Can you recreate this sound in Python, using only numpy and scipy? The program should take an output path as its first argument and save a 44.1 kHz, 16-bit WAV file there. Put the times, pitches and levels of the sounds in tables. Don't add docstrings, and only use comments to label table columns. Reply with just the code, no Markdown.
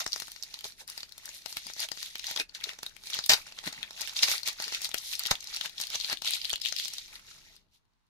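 import sys
import numpy as np
from scipy import signal
from scipy.fft import rfft, irfft
from scipy.io import wavfile
from scipy.ndimage import uniform_filter1d

SR = 44100
rng = np.random.default_rng(int(sys.argv[2]) if len(sys.argv) > 2 else 0)


def dump_mix(stems):
    frames = np.atleast_2d(stems).T
    limited = np.clip(frames, -1, 1)
    pcm = np.round(limited * 32767).astype(np.int16)
    wavfile.write(sys.argv[1], SR, pcm)


N = 356764


def from_db(db):
    return 10 ** (np.asarray(db) / 20)


def rms_one(x):
    return x / np.sqrt(np.mean(x ** 2) + 1e-30)


def in_time(rows):
    s, *columns = np.transpose(rows)
    t = np.arange(N) / SR
    return [np.interp(t, s, column) for column in columns]


def drift(s, rate):
    knots = rng.standard_normal(1000)
    return np.interp(s * rate, np.arange(len(knots)), knots) / np.sqrt(2 / 3)


def band(x, low_hz, high_hz, order=2):
    edges_hz = [low_hz, min(high_hz, .45 * SR)]
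    return signal.sosfilt(signal.butter(order, edges_hz, "band", fs=SR, output="sos"), x)


def resonate(x, hz, width_hz):
    radius = np.exp(-np.pi * width_hz / SR)
    feed = np.array([1, 0, -1]) * (1 - radius * radius) / 2
    feedback = [1, -2 * radius * np.cos(2 * np.pi * hz / SR), radius * radius]
    return signal.lfilter(feed, feedback, x + 1e-18)


def colour(x, spectrum, size=2048):
    hz, db = np.transpose(spectrum)
    grid_hz = np.maximum(np.arange(size // 2 + 1) * SR / size, 10)
    points_hz = np.r_[hz[0] / 2, hz, hz[-1] * 2]
    points_db = np.r_[db[0] - 20, db, db[-1] - 40]
    curve_db = np.interp(np.log(grid_hz), np.log(points_hz), points_db)
    cepstrum = irfft(np.log(from_db(curve_db)))
    cepstrum[1:size // 2] *= 2
    cepstrum[size // 2 + 1:] = 0
    response = irfft(np.exp(rfft(cepstrum)))
    return rms_one(signal.oaconvolve(x, response[None], axes=1)[:, :N])


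def delayed(x, seconds):
    return np.r_[np.zeros(int(abs(seconds) * SR)), x][:len(x)]


def add(out, s, sound):
    i = max(int(s * SR), 0)
    out[:, i:i + sound.shape[1]] += sound[:, :max(N - i, 0)]


def panned(db):
    return rms_one(from_db([[db / 2], [-db / 2]]))


def each_at(sounds, db):
    energy = np.mean(np.sum(sounds ** 2, axis=2), axis=1)
    window = .004 * SR
    return sounds * (from_db(db) * np.sqrt(window / energy))[:, None, None]


def evened(x, window_s=0.052):
    power = uniform_filter1d(np.mean(x ** 2, axis=0), int(window_s * SR))
    return x / np.sqrt(np.maximum(power, 0) + 0.019)


# frequency in Hz, relative density in dB per Hz.
AIR_SPECTRUM = [(18, -24.5), (30, 7), (210, -10), (473, -19.5), (554, -23.5), (937, -11), (1460, -18),
                (3140, -24), (16000, -42)]


def air_noise():
    return from_db(-77.5) * colour(rng.standard_normal((2, N)), AIR_SPECTRUM)


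# delay to the left in seconds, delay to the right in seconds,
# level in dB relative to the direct sound.
REFLECTIONS = [(.0021, 0.0022, -15.5), (.0047, 0.0066, -17.5), (.0098, 0.018, -21.5)]


def room(x, t60_s=0.11, tail_db=-11, onset_s=0.0018):
    t = np.arange(SR // 2) / SR
    decay = from_db(-60 * t / t60_s) * (1 - np.exp(-t / onset_s))
    tail = band(rng.standard_normal((2, len(t))), 330, 11000, order=1) * decay
    tail = rms_one(tail) / np.sqrt(len(t))
    out = x + from_db(tail_db) * signal.oaconvolve(x, tail, axes=1)[:, :N]
    for left_s, right_s, db in REFLECTIONS:
        out += from_db(db) * np.array([delayed(x[0], left_s), delayed(x[1], right_s)])
    return out


# resonance in Hz, gain at the resonance in dB.
HAND_HOLLOWS = [(470, -3.5), (740, 4.5), (1280, 1.5), (1850, 6)]


def cupped(x):
    for hz, db in HAND_HOLLOWS:
        x = x + (from_db(db) - 1) * resonate(x, hz, .3 * hz)
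    return x


# time in seconds, level in dB before a common lift of 3 dB.
HAND_MOTION = [(0, -73), (2.5, -72.5), (3.3, -69), (4.5, -71), (6.0, -71), (7.5, -71), (7.9, -89.5),
               (8.05, -105)]
# frequency in Hz, relative density in dB per Hz.
MOTION_SPECTRUM = [(20, -4), (50, -5), (100, -11.5), (200, -11.5), (400, -17), (900, -32.5)]


def hand_motion():
    level_db, = in_time(HAND_MOTION)
    stirred_air = .7 * rng.standard_normal(N) + rng.standard_normal((2, N))
    return from_db(level_db + 3.0) * colour(stirred_air, MOTION_SPECTRUM) * panned(2.6)


# start in seconds, peak level in dB before panning.
HAND_JOLTS = [(0.066, -42), (1.572, -49), (1.917, -56), (3.189, -47.5), (3.308, -39.5), (3.328, -43),
              (4.943, -44.5), (5.312, -28), (5.959, -50), (6.128, -47), (6.532, -42)]


def hand_jolts():
    out = np.zeros((2, N))
    t = np.arange(N // 40) / SR
    fade_s = np.array([[.004], [.002]])
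    thud = band(np.exp(-t / fade_s), 25, 405, order=1)
    thud = thud / thud.max()
    for s, db in HAND_JOLTS:
        add(out, s, from_db(db) * thud * panned(2.5))
    return out


# middle in seconds, level in dB,
# a third of the whole swell in seconds, frequency in Hz about which the noise band lies.
FINGER_RUBS = [(0.652, -56, 0.015, 606), (0.821, -63, 0.022, 708), (1.67, -58, .016, 247),
               (1.836, -55.5, 0.019, 810), (2.374, -50.5, 0.0056, 330), (2.408, -48.5, 0.014, 398),
               (2.672, -53, 0.0048, 500), (3.675, -40.5, 0.011, 272), (3.79, -64, 0.057, 220),
               (4.236, -72, 0.013, 686), (4.485, -61, .02, 687), (4.674, -59, 0.018, 330),
               (6.13, -50.5, 0.014, 325)]


def finger_rubs():
    out = np.zeros((2, N))
    for s, db, length_s, hz in FINGER_RUBS:
        swell = np.hanning(int(3 * length_s * SR))
        drag = rms_one(band(rng.standard_normal(N // 20), hz * 0.6, hz * 1.32))
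        drag = drag[-len(swell):]
        add(out, s - len(swell) / SR / 2, from_db(db) * drag * swell * panned(1.4))
    return out


# time in seconds, level in dB.
SEAM_RIP = [(3.292, -68.5), (3.2945, -20), (3.302, -14.5), (3.312, -22), (3.321, -17), (3.331, -25),
            (3.343, -22), (3.352, -43.5), (3.375, -59)]
# frequency in Hz, relative density in dB per Hz.
RIP_SPECTRUM = [(59, -52.5), (100, -23), (365, -23.5), (558, -19.5), (784, -5), (854, -15), (1030, -8.5),
                (1150, -17.5), (2000, -8), (3250, -8.5), (4570, -5), (9210, -21), (13500, -20),
                (16000, -29.5)]


def rip():
    level_db, = in_time(SEAM_RIP)
    t = np.arange(N) / SR
    tearing = (t > SEAM_RIP[0][0]) * (t < SEAM_RIP[-1][0])
    signs = 1.2 * rng.choice([-1, 1], N) + rng.choice([-1, 1], (2, N))
    breaks = (rng.random(N) < 9000 / SR) * signs
    return from_db(level_db) * tearing * evened(colour(breaks, RIP_SPECTRUM), window_s=.006)


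SQUEEZE_DROP_DB, SQUEEZE_ROUNDNESS = 11.5, 1.32
GRIP_FLEX_DB, GRIP_FIZZ_DB = -6.5, -10.5
# peak in seconds, swell in seconds,
# fade in seconds, then relative levels in dB of crinkle, flexing of wide folds, fizz of the finest creases.
FINGER_SQUEEZES = [ (0.0, .02, 0.024, -27.5, -33, -38.5), (.18, 0.16, 0.18, -44, -68, -51.5),
                   (.655, 0.015, 0.053, -40.5, -53.5, -46.5), (0.808, 0.026, 0.022, -44.5, -53.5, -50),
                   (0.881, 0.0055, 0.082, -43.5, -50, -50), (.975, 0.029, .08, -49, -54.5, -54),
                   (1.275, 0.062, 0.091, -48, -50.5, -55), (1.35, 0.026, 0.054, -44.5, -60, -48),
                   (1.5, 0.034, 0.056, -44, -56, -47), (1.575, .015, 0.021, -40, -71, -45),
                   (1.7, 0.16, 0.037, -42.5, -59.5, -54), (1.835, 0.055, 0.02, -30, -40.5, -40.5),
                   (2.02, 0.089, 0.12, -40, -54, -49), (2.16, .02, 0.054, -46, -64, -66),
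                   (2.3, 0.078, 0.059, -35, -44.5, -47), (2.411, 0.038, 0.009, -35, -31.5, -39.5),
                   (2.553, .009, 0.022, -39, -47, -50), (2.698, 0.11, 0.048, -44.5, -43.5, -55.5),
                   (2.866, 0.066, 0.055, -53, -57, -62), (3.07, 0.046, 0.099, -45, -51.5, -50),
                   (3.15, 0.037, .055, -34, -43, -50), (3.26, 0.07, 0.017, -41.5, -57, -54),
                   (3.361, 0.041, 0.059, -41, -41, -47), (3.475, .02, 0.047, -48.5, -48, -58),
                   (3.584, .03, 0.038, -49, -50.5, -57), (3.672, 0.028, .024, -34, -38, -42.5),
                   (3.76, 0.087, 0.1, -48, -48, -60), (3.84, 0.11, 0.069, -59, -49.5, -65),
                   (4.013, 0.061, 0.15, -38.5, -43, -49), (4.17, 0.015, .07, -31, -48.5, -43),
                   (4.232, 0.0084, 0.017, -16, -30.5, -29), (4.317, 0.076, 0.054, -26, -33, -33.5),
                   (4.47, 0.015, 0.041, -28.5, -36, -40.5), (4.613, 0.037, 0.16, -37, -42.5, -48.5),
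                   (4.742, 0.033, .045, -32.5, -43, -46), (4.846, 0.029, 0.029, -31, -47, -41),
                   (4.96, 0.026, 0.13, -45, -55, -56), (5.085, 0.092, 0.095, -38.5, -59, -43),
                   (5.131, 0.014, .03, -33, -41.5, -40), (5.2, 0.02, 0.11, -39, -43.5, -55),
                   (5.316, .04, 0.028, -34.5, -38.5, -46.5), (5.55, 0.11, 0.083, -39, -50, -51),
                   (5.654, 0.037, 0.023, -34.5, -40.5, -46), (5.812, 0.034, 0.06, -36, -49, -45.5),
                   (5.953, 0.032, 0.012, -27.5, -34.5, -42), (6.06, 0.16, 0.085, -36.5, -53, -47.5),
                   (6.128, 0.047, .012, -30.5, -35, -41), (6.26, 0.02, 0.11, -29, -41.5, -40.5),
                   (6.35, 0.036, 0.025, -29.5, -48.5, -39), (6.502, 0.19, 0.049, -40, -52, -51),
                   (6.664, 0.039, 0.053, -31, -55, -45), (6.793, 0.05, 0.12, -33.5, -61, -47),
                   (6.953, 0.07, 0.15, -42, -57, -54), (7.144, 0.047, 0.057, -49.5, -51.5, -56),
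                   (7.3, 0.065, 0.12, -49.5, -59, -60), (7.46, 0.051, 0.11, -61, -65, -73),
                   (7.75, 0.032, 0.032, -63.5, -72, -71.5)]
# time in seconds, relative crinkle level in dB.
STEADY_GRIP = [(0, -66.5), (.55, -50), (.8, -68), (1.2, -57), (2.2, -60), (2.48, -80), (2.7, -59),
               (3.0, -60), (3.5, -55.5), (5.85, -53), (6.2, -72), (7.55, -58.5), (7.68, -87.5), (8.09, -86)]


def working():
    t = np.arange(0, N / SR, .001)
    grip_db = np.interp(t, *np.transpose(STEADY_GRIP))
    power = from_db(grip_db + np.array([[0], [GRIP_FLEX_DB], [GRIP_FIZZ_DB]])) ** 2
    for s, swell_s, fade_s, *peaks_db in FINGER_SQUEEZES:
        away = np.abs((t - s) / np.where(t < s, swell_s, fade_s))
        levels_db = np.array(peaks_db)[:, None] - SQUEEZE_DROP_DB * away ** SQUEEZE_ROUNDNESS
        power += from_db(levels_db) ** 2
    return in_time(np.c_[t, 10 * np.log10(power).T])


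def crackle(per_s, spread_db, width_hz, low_hz, high_hz, apart, patchy_db, count):
    out = np.zeros((2, N))
    for hz in np.geomspace(low_hz, min(high_hz, .45 * SR), count):
        grains = rng.random((int(per_s * N / SR / count), 4))
        at = (grains[:, 0] * N).astype(int)
        exposed_db = patchy_db * drift(at / SR, 22)
        strength_db = spread_db * np.minimum(-np.log(1 - grains[:, 1]), 4)
        strength = from_db(strength_db + exposed_db) * np.sign(grains[:, 2] - .5)
        side_angle = np.pi / 4 + apart * np.pi * (grains[:, 3] - .5)
        clicks = np.zeros((2, N))
        clicks[:, at] = strength * np.array([np.cos(side_angle), np.sin(side_angle)])
        width = width_hz * np.sqrt(hz / 4000)
        out += hz ** 0.56 * resonate(resonate(clicks, hz, width), hz, width)
    return out


# time in seconds, share from 0 to 1.
FIST_TIGHTNESS = [(0, 0.32), (2.1, 0.55), (2.7, 0.4), (3.3, 0.5), (3.8, 0.68), (4.3, 0.38), (5.1, 0.52),
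                  (5.7, 0.47), (6.1, 0.82), (6.65, 0.9), (7.2, 0.3), (7.6, 0.6)]
# frequency in Hz, relative density in dB per Hz.
LOOSE_SPECTRUM = [(1500, -11), (2200, -2), (3000, -10.5), (4200, -5.5), (5600, -2), (7000, -7.5),
                  (8500, -26.5)]
BALLED_SPECTRUM = [(1500, -26.5), (2100, -6), (2800, -2), (4100, 3.5), (5500, -9.5), (7000, -11),
                   (8500, -27)]
FIZZ_SPECTRUM = [(7500, 1), (9000, -1), (11000, -1), (14000, -5.5), (15500, -17)]
FLEX_SPECTRUM = [(150, -6.5), (300, -13.5), (520, -3), (720, -2.5), (1200, -1.5), (2000, -1), (2700, 6),
                 (3400, -10)]


def crinkling(crinkle_db, flex_db, fizz_db):
    balled = np.clip(in_time(FIST_TIGHTNESS)[0], 0, 1)
    fine = crackle(per_s=1700, spread_db=0.5, width_hz=2230, low_hz=2020, high_hz=8360,
                   apart=1.0, patchy_db=0.5, count=16)
    finest = crackle(per_s=3700, spread_db=0.5, width_hz=2000, low_hz=7980, high_hz=15000,
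                     apart=1.9, patchy_db=2.5, count=12)
    wide = crackle(per_s=1400, spread_db=4.0, width_hz=700, low_hz=180, high_hz=2880,
                   apart=0.46, patchy_db=2.5, count=16)
    body = (1 - balled) * colour(fine, LOOSE_SPECTRUM) + balled * colour(fine, BALLED_SPECTRUM)
    out = from_db(crinkle_db - 3.0) * evened(body)
    out += from_db(fizz_db - 2.0) * evened(colour(finest, FIZZ_SPECTRUM))
    out += from_db(flex_db - 5.5) * evened(colour(wide, FLEX_SPECTRUM))
    return out * panned(0.84)


TINGE_DB, TINGE_WIDTH_HZ, TINGE_OCTAVES = 0.5, 230, .38


def tinged_crack(kick, hz, width_hz, count=3):
    crack = resonate(resonate(kick, hz, width_hz), hz, width_hz)
    pitches_hz = np.minimum(hz * 2 ** (TINGE_OCTAVES * rng.standard_normal(count)), .4 * SR)
    tinge = sum(resonate(crack, pitch_hz, TINGE_WIDTH_HZ) for pitch_hz in pitches_hz)
    return crack + from_db(TINGE_DB) * tinge


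def snaps(rows, ring_width_hz=2300, taut_width_hz=2600, scatter=0.38, scatter_s=0.0011, rebound=0.77,
          lead_in=0.098, lead_in_s=0.0025, pop_top_hz=2300, size=800):
    s, crack_db, hz, pop_db, edge_db, pan_db = np.transpose(rows)
    out = np.zeros((2, N))
    t = (np.arange(size) - size // 4) / SR
    noise = rng.standard_normal((len(s), 3, size))
    before, after = lead_in * np.exp(-abs(t) / lead_in_s), scatter * np.exp(-abs(t) / scatter_s)
    waves = (0.35 * noise[:, :1] + noise[:, 1:]) * np.where(t < 0, before, after)
    flip = 1. * (t == 0)
    rebounds = np.array([delayed(flip, later_s) for later_s in rng.uniform(.0004, 0.0025, len(s))])
    kicks = flip - rebound * rebounds[:, None] + waves
    tautness = np.clip((pop_db - crack_db + 26) / 16, 0, 1)
    widths_hz = ring_width_hz + taut_width_hz * tautness
    cracks = np.array([tinged_crack(kick, f, w) for kick, f, w in zip(kicks, hz, widths_hz)])
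    film = each_at(band(cracks, 1300, 8600), crack_db)
    film += each_at(band(kicks + 1.9 * waves, 7100, 14000), edge_db)
    air = each_at(band(flip + 0.24 * waves, 110, pop_top_hz), pop_db)
    for k in range(len(s)):
        add(out, s[k] + t[0], film[k] * panned(pan_db[k]) + air[k] * panned(pan_db[k] * .35))
    return out


STRAYS_PER_S, STRAY_DB, STRAY_SPREAD_DB = 11, 4, 4
STRAY_HZ, STRAY_OCTAVES, STRAY_POP_DB, STRAY_EDGE_DB, STRAY_PAN_DB = 4300, .25, -21.5, -8.5, 9.5
STRAY_POP_LIMIT_DB = -55.5
# time of the flip in seconds, crack level in dB, ring in Hz,
# low pop level in dB, bright edge level in dB, left over right in dB.
LOUD_SNAPS = [(0.0641,-29,4200,-34.5,-43,1),(.077,-33,6070,-74,-48,1),(0.121,-33,4600,-72,-49,16),(0.131,-24.5,4700,-66,-52,-0.5),(.1403,-36,5410,-54,-53,12),
              (0.161,-34.5,5350,-40.5,-42,28),(0.2004,-32.5,4190,-51,-36.5,6),(0.2212,-35,4400,-43,-47,22),(.2818,-47,3040,-48,-47,23),(0.318,-40.5,4200,-60,-41.5,5),
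              (0.3623,-41,3600,-56,-55,12),(0.426,-33.5,5560,-74,-51,-5),(.435,-33.5,4180,-61,-41,7),(.5412,-34,3960,-52,-47,-1),(.643,-32,4020,-52,-47,4),
              (.655,-42,4760,-45.5,-53,22),(.8775,-43,4630,-82,-42,5),(0.8994,-37,5070,-71,-40,4),(0.9776,-33.5,4620,-50,-43,5),(1.0317,-35,3940,-51,-55,4),
              (1.1222,-42.5,4300,-69,-51,12),(1.1803,-42.5,4200,-56.5,-43,4),(1.2563,-39,5180,-68,-39,2),(1.2912,-38,5700,-52.5,-54,6),(1.4602,-32,4370,-41.5,-41,24),
              (1.5265,-36,5330,-54,-47,3),(1.5697,-29.5,2670,-40.5,-36,1),(1.668,-35.5,5000,-51,-41.5,17),(1.7,-45,3920,-45,-56,14),(1.736,-38,5640,-68,-48,4),
              (1.7652,-44,5200,-52.5,-59,2),(1.7947,-32.5,4740,-52,-45,1),(1.803,-30,4700,-56,-34,12),(1.8877,-37,3680,-54,-45,0),(1.9174,-30,3930,-40.5,-39,18),
              (1.9741,-41,4070,-49,-55,4),(2.0288,-32.5,4500,-48.5,-41,11),(2.1553,-33,3200,-46,-45,2),(2.1952,-33,3580,-57,-46,18),(2.2423,-33,3240,-62,-62,7),
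              (2.2685,-32,5350,-55,-42,6),(2.312,-34,4030,-44,-38,5),(2.362,-27.5,3870,-43.5,-42,2),(2.3745,-29,3620,-46,-50,10),(2.3985,-25,4160,-43,-50,3),
              (2.4944,-45.5,4340,-64,-64,7),(2.549,-36.5,4030,-74,-52,0),(2.6106,-44.5,2880,-60.5,-55,4),(2.64,-26.5,4150,-52.5,-41,5),(2.692,-33.5,2340,-53,-50,8),
              (2.789,-41,4380,-50.5,-52,-2),(2.8313,-34,4090,-43,-39,1),(2.864,-32,3870,-49.5,-43,-1),(2.9658,-47,2780,-59,-50.5,11),(3.1008,-37,3540,-56,-52,5),
              (3.133,-29.5,3800,-61.5,-48,5),(3.1408,-29,3840,-59,-51,3),(3.168,-35,3900,-48,-54,3.5),(3.1898,-27,4270,-37.5,-51,3),(3.24,-31,4040,-57,-44,6.5),
              (3.2944,-13,5000,-33,-30,2.5),(3.335,-15.5,4540,-32,-25,10.5),(3.4684,-42.5,5050,-54,-66,7),(3.523,-43.5,4000,-55,-60,1),(3.5877,-35,3600,-52,-79,-2),
              (3.6398,-42,4300,-47.5,-50,12),(3.675,-31,3290,-39.5,-42,6),(3.7275,-36.5,4060,-50,-50,5),(3.83,-28.5,3220,-50,-48,10),(3.908,-39.5,3850,-50,-52,-2),
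              (4.01,-32,5540,-49,-36,-4),(4.0169,-29.5,4450,-49,-38,11),(4.0944,-34.5,4100,-55,-48,0),(4.1654,-26,3660,-51,-45,3),(4.1915,-26.5,3700,-58,-43,6),
              (4.2325,-17,4700,-35.5,-43,-1),(4.2849,-25.5,3650,-40,-40,3),(4.316,-29,4460,-40.5,-45,-3),(4.4325,-32.5,4010,-53,-44,5),(4.4762,-27,4840,-44,-33,13),
              (4.486,-29,4090,-45,-36,5),(4.601,-32,4770,-39.5,-53,0),(4.6414,-30,4400,-70,-54,8),(4.6803,-33.5,4040,-45.5,-51,10),(4.7242,-34.5,3500,-44,-51,-3),
              (4.7478,-27,3630,-60,-40,-1),(4.818,-33.5,5090,-53,-37,4),(4.8462,-31,4650,-56,-36,12),(4.8528,-32,4200,-65,-42,6),(4.891,-37,5820,-51,-43,-1),
              (4.9148,-37,3530,-55,-52,8),(4.9435,-25,3300,-34.5,-29,9),(4.983,-31,5580,-64,-38,4),(5.1344,-32.5,2950,-70.5,-47,11.5),(5.1942,-27.5,4480,-60,-29,6),
              (5.254,-31,3290,-49,-56,7.5),(5.2618,-28.5,3800,-48,-36,11.5),(5.2693,-28,4480,-52,-36,5),(5.311,-19,4150,-31,-29,-1.5),(5.3149,-23,4380,-25,-34,9),
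              (5.354,-33,3250,-72,-47,2),(5.4062,-38,4830,-78,-51,7),(5.4724,-36,4630,-76,-55,6),(5.54,-33.5,4250,-75,-54,5),(5.563,-29,4840,-75,-40,-1),
              (5.6113,-27.5,3480,-44.5,-42,4),(5.6587,-32.5,2560,-47,-40,10.5),(5.781,-32.5,3850,-61,-58,3),(5.8006,-32,5300,-47.5,-38,19),(5.813,-30,5570,-55,-34,6),
              (5.87,-35.5,4200,-66,-44,12),(5.956,-28,5200,-52,-55,4),(6.0005,-32,4230,-55,-52,9),(6.0105,-29,4100,-67,-58,1),(6.0457,-28.5,3600,-52,-63,7),
              (6.099,-29,3880,-44,-58,21),(6.1282,-26,3780,-39,-40,6),(6.172,-37,3500,-64,-54,5),(6.2206,-31,4200,-44.5,-41,12),(6.2473,-32,4060,-46.5,-49,23),
              (6.276,-25,3870,-59,-42,1),(6.3074,-34,4470,-65,-31.5,15),(6.3353,-25.5,4220,-54,-44,14),(6.4161,-32.5,3900,-70,-58,-3),(6.4465,-31,3470,-68,-42,2),
              (6.453,-28.5,4230,-63,-49,9),(6.4957,-34,3220,-75,-37,-5),(6.5028,-25,3770,-62,-43,14),(6.531,-25.5,5200,-38,-37,5),(6.537,-27,3170,-69,-60,6),
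              (6.558,-29.5,3440,-75,-41,2),(6.6168,-27.5,4500,-78,-41,11),(6.6508,-29,3300,-57,-44,9),(6.659,-25,3300,-69,-43,17),(6.6865,-31.5,3770,-70,-44,17),
              (6.7244,-26.5,4170,-41.5,-43,15),(6.764,-29.5,3810,-73,-42,7),(6.7862,-30,4100,-68,-42,1),(6.856,-33,4130,-53.5,-45.5,6),(7.1554,-40.5,3580,-69,-54,7)]


def stray_snaps(crinkle_db):
    count = int(STRAYS_PER_S * N / SR)
    at = rng.integers(0, N, count)
    strength, pitch, pop, edge, side = rng.standard_normal((count, 5)).T
    crack_db = crinkle_db[at] + STRAY_DB + STRAY_SPREAD_DB * strength
    crack_db = np.minimum(crack_db, np.median(np.array(LOUD_SNAPS)[:, 1]))
    ring_hz = STRAY_HZ * 2 ** (STRAY_OCTAVES * pitch)
    pop_db = np.minimum(crack_db + STRAY_POP_DB + 5 * pop, STRAY_POP_LIMIT_DB)
    edge_db = crack_db + STRAY_EDGE_DB + 4 * edge
    return np.c_[at / SR, crack_db, ring_hz, pop_db, edge_db, STRAY_PAN_DB * side]


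def scene():
    crinkle_db, flex_db, fizz_db = working()
    buckling = snaps(np.r_[np.array(LOUD_SNAPS), stray_snaps(crinkle_db)])
    hands = finger_rubs() + hand_jolts() + hand_motion()
    under_hands = cupped(buckling + crinkling(crinkle_db, flex_db, fizz_db) + hands)
    left, right = under_hands + rip()
    return room(np.array([left, delayed(right, 0.00018)])) + air_noise()


CUTOFF_HZ = 15700


def record(dry):
    rounded = .85 * np.tanh(dry / .85)
    return signal.sosfilt(signal.ellip(10, .2, 80, CUTOFF_HZ, fs=SR, output="sos"), rounded)


dry = scene()
out = record(dry)
dump_mix(out)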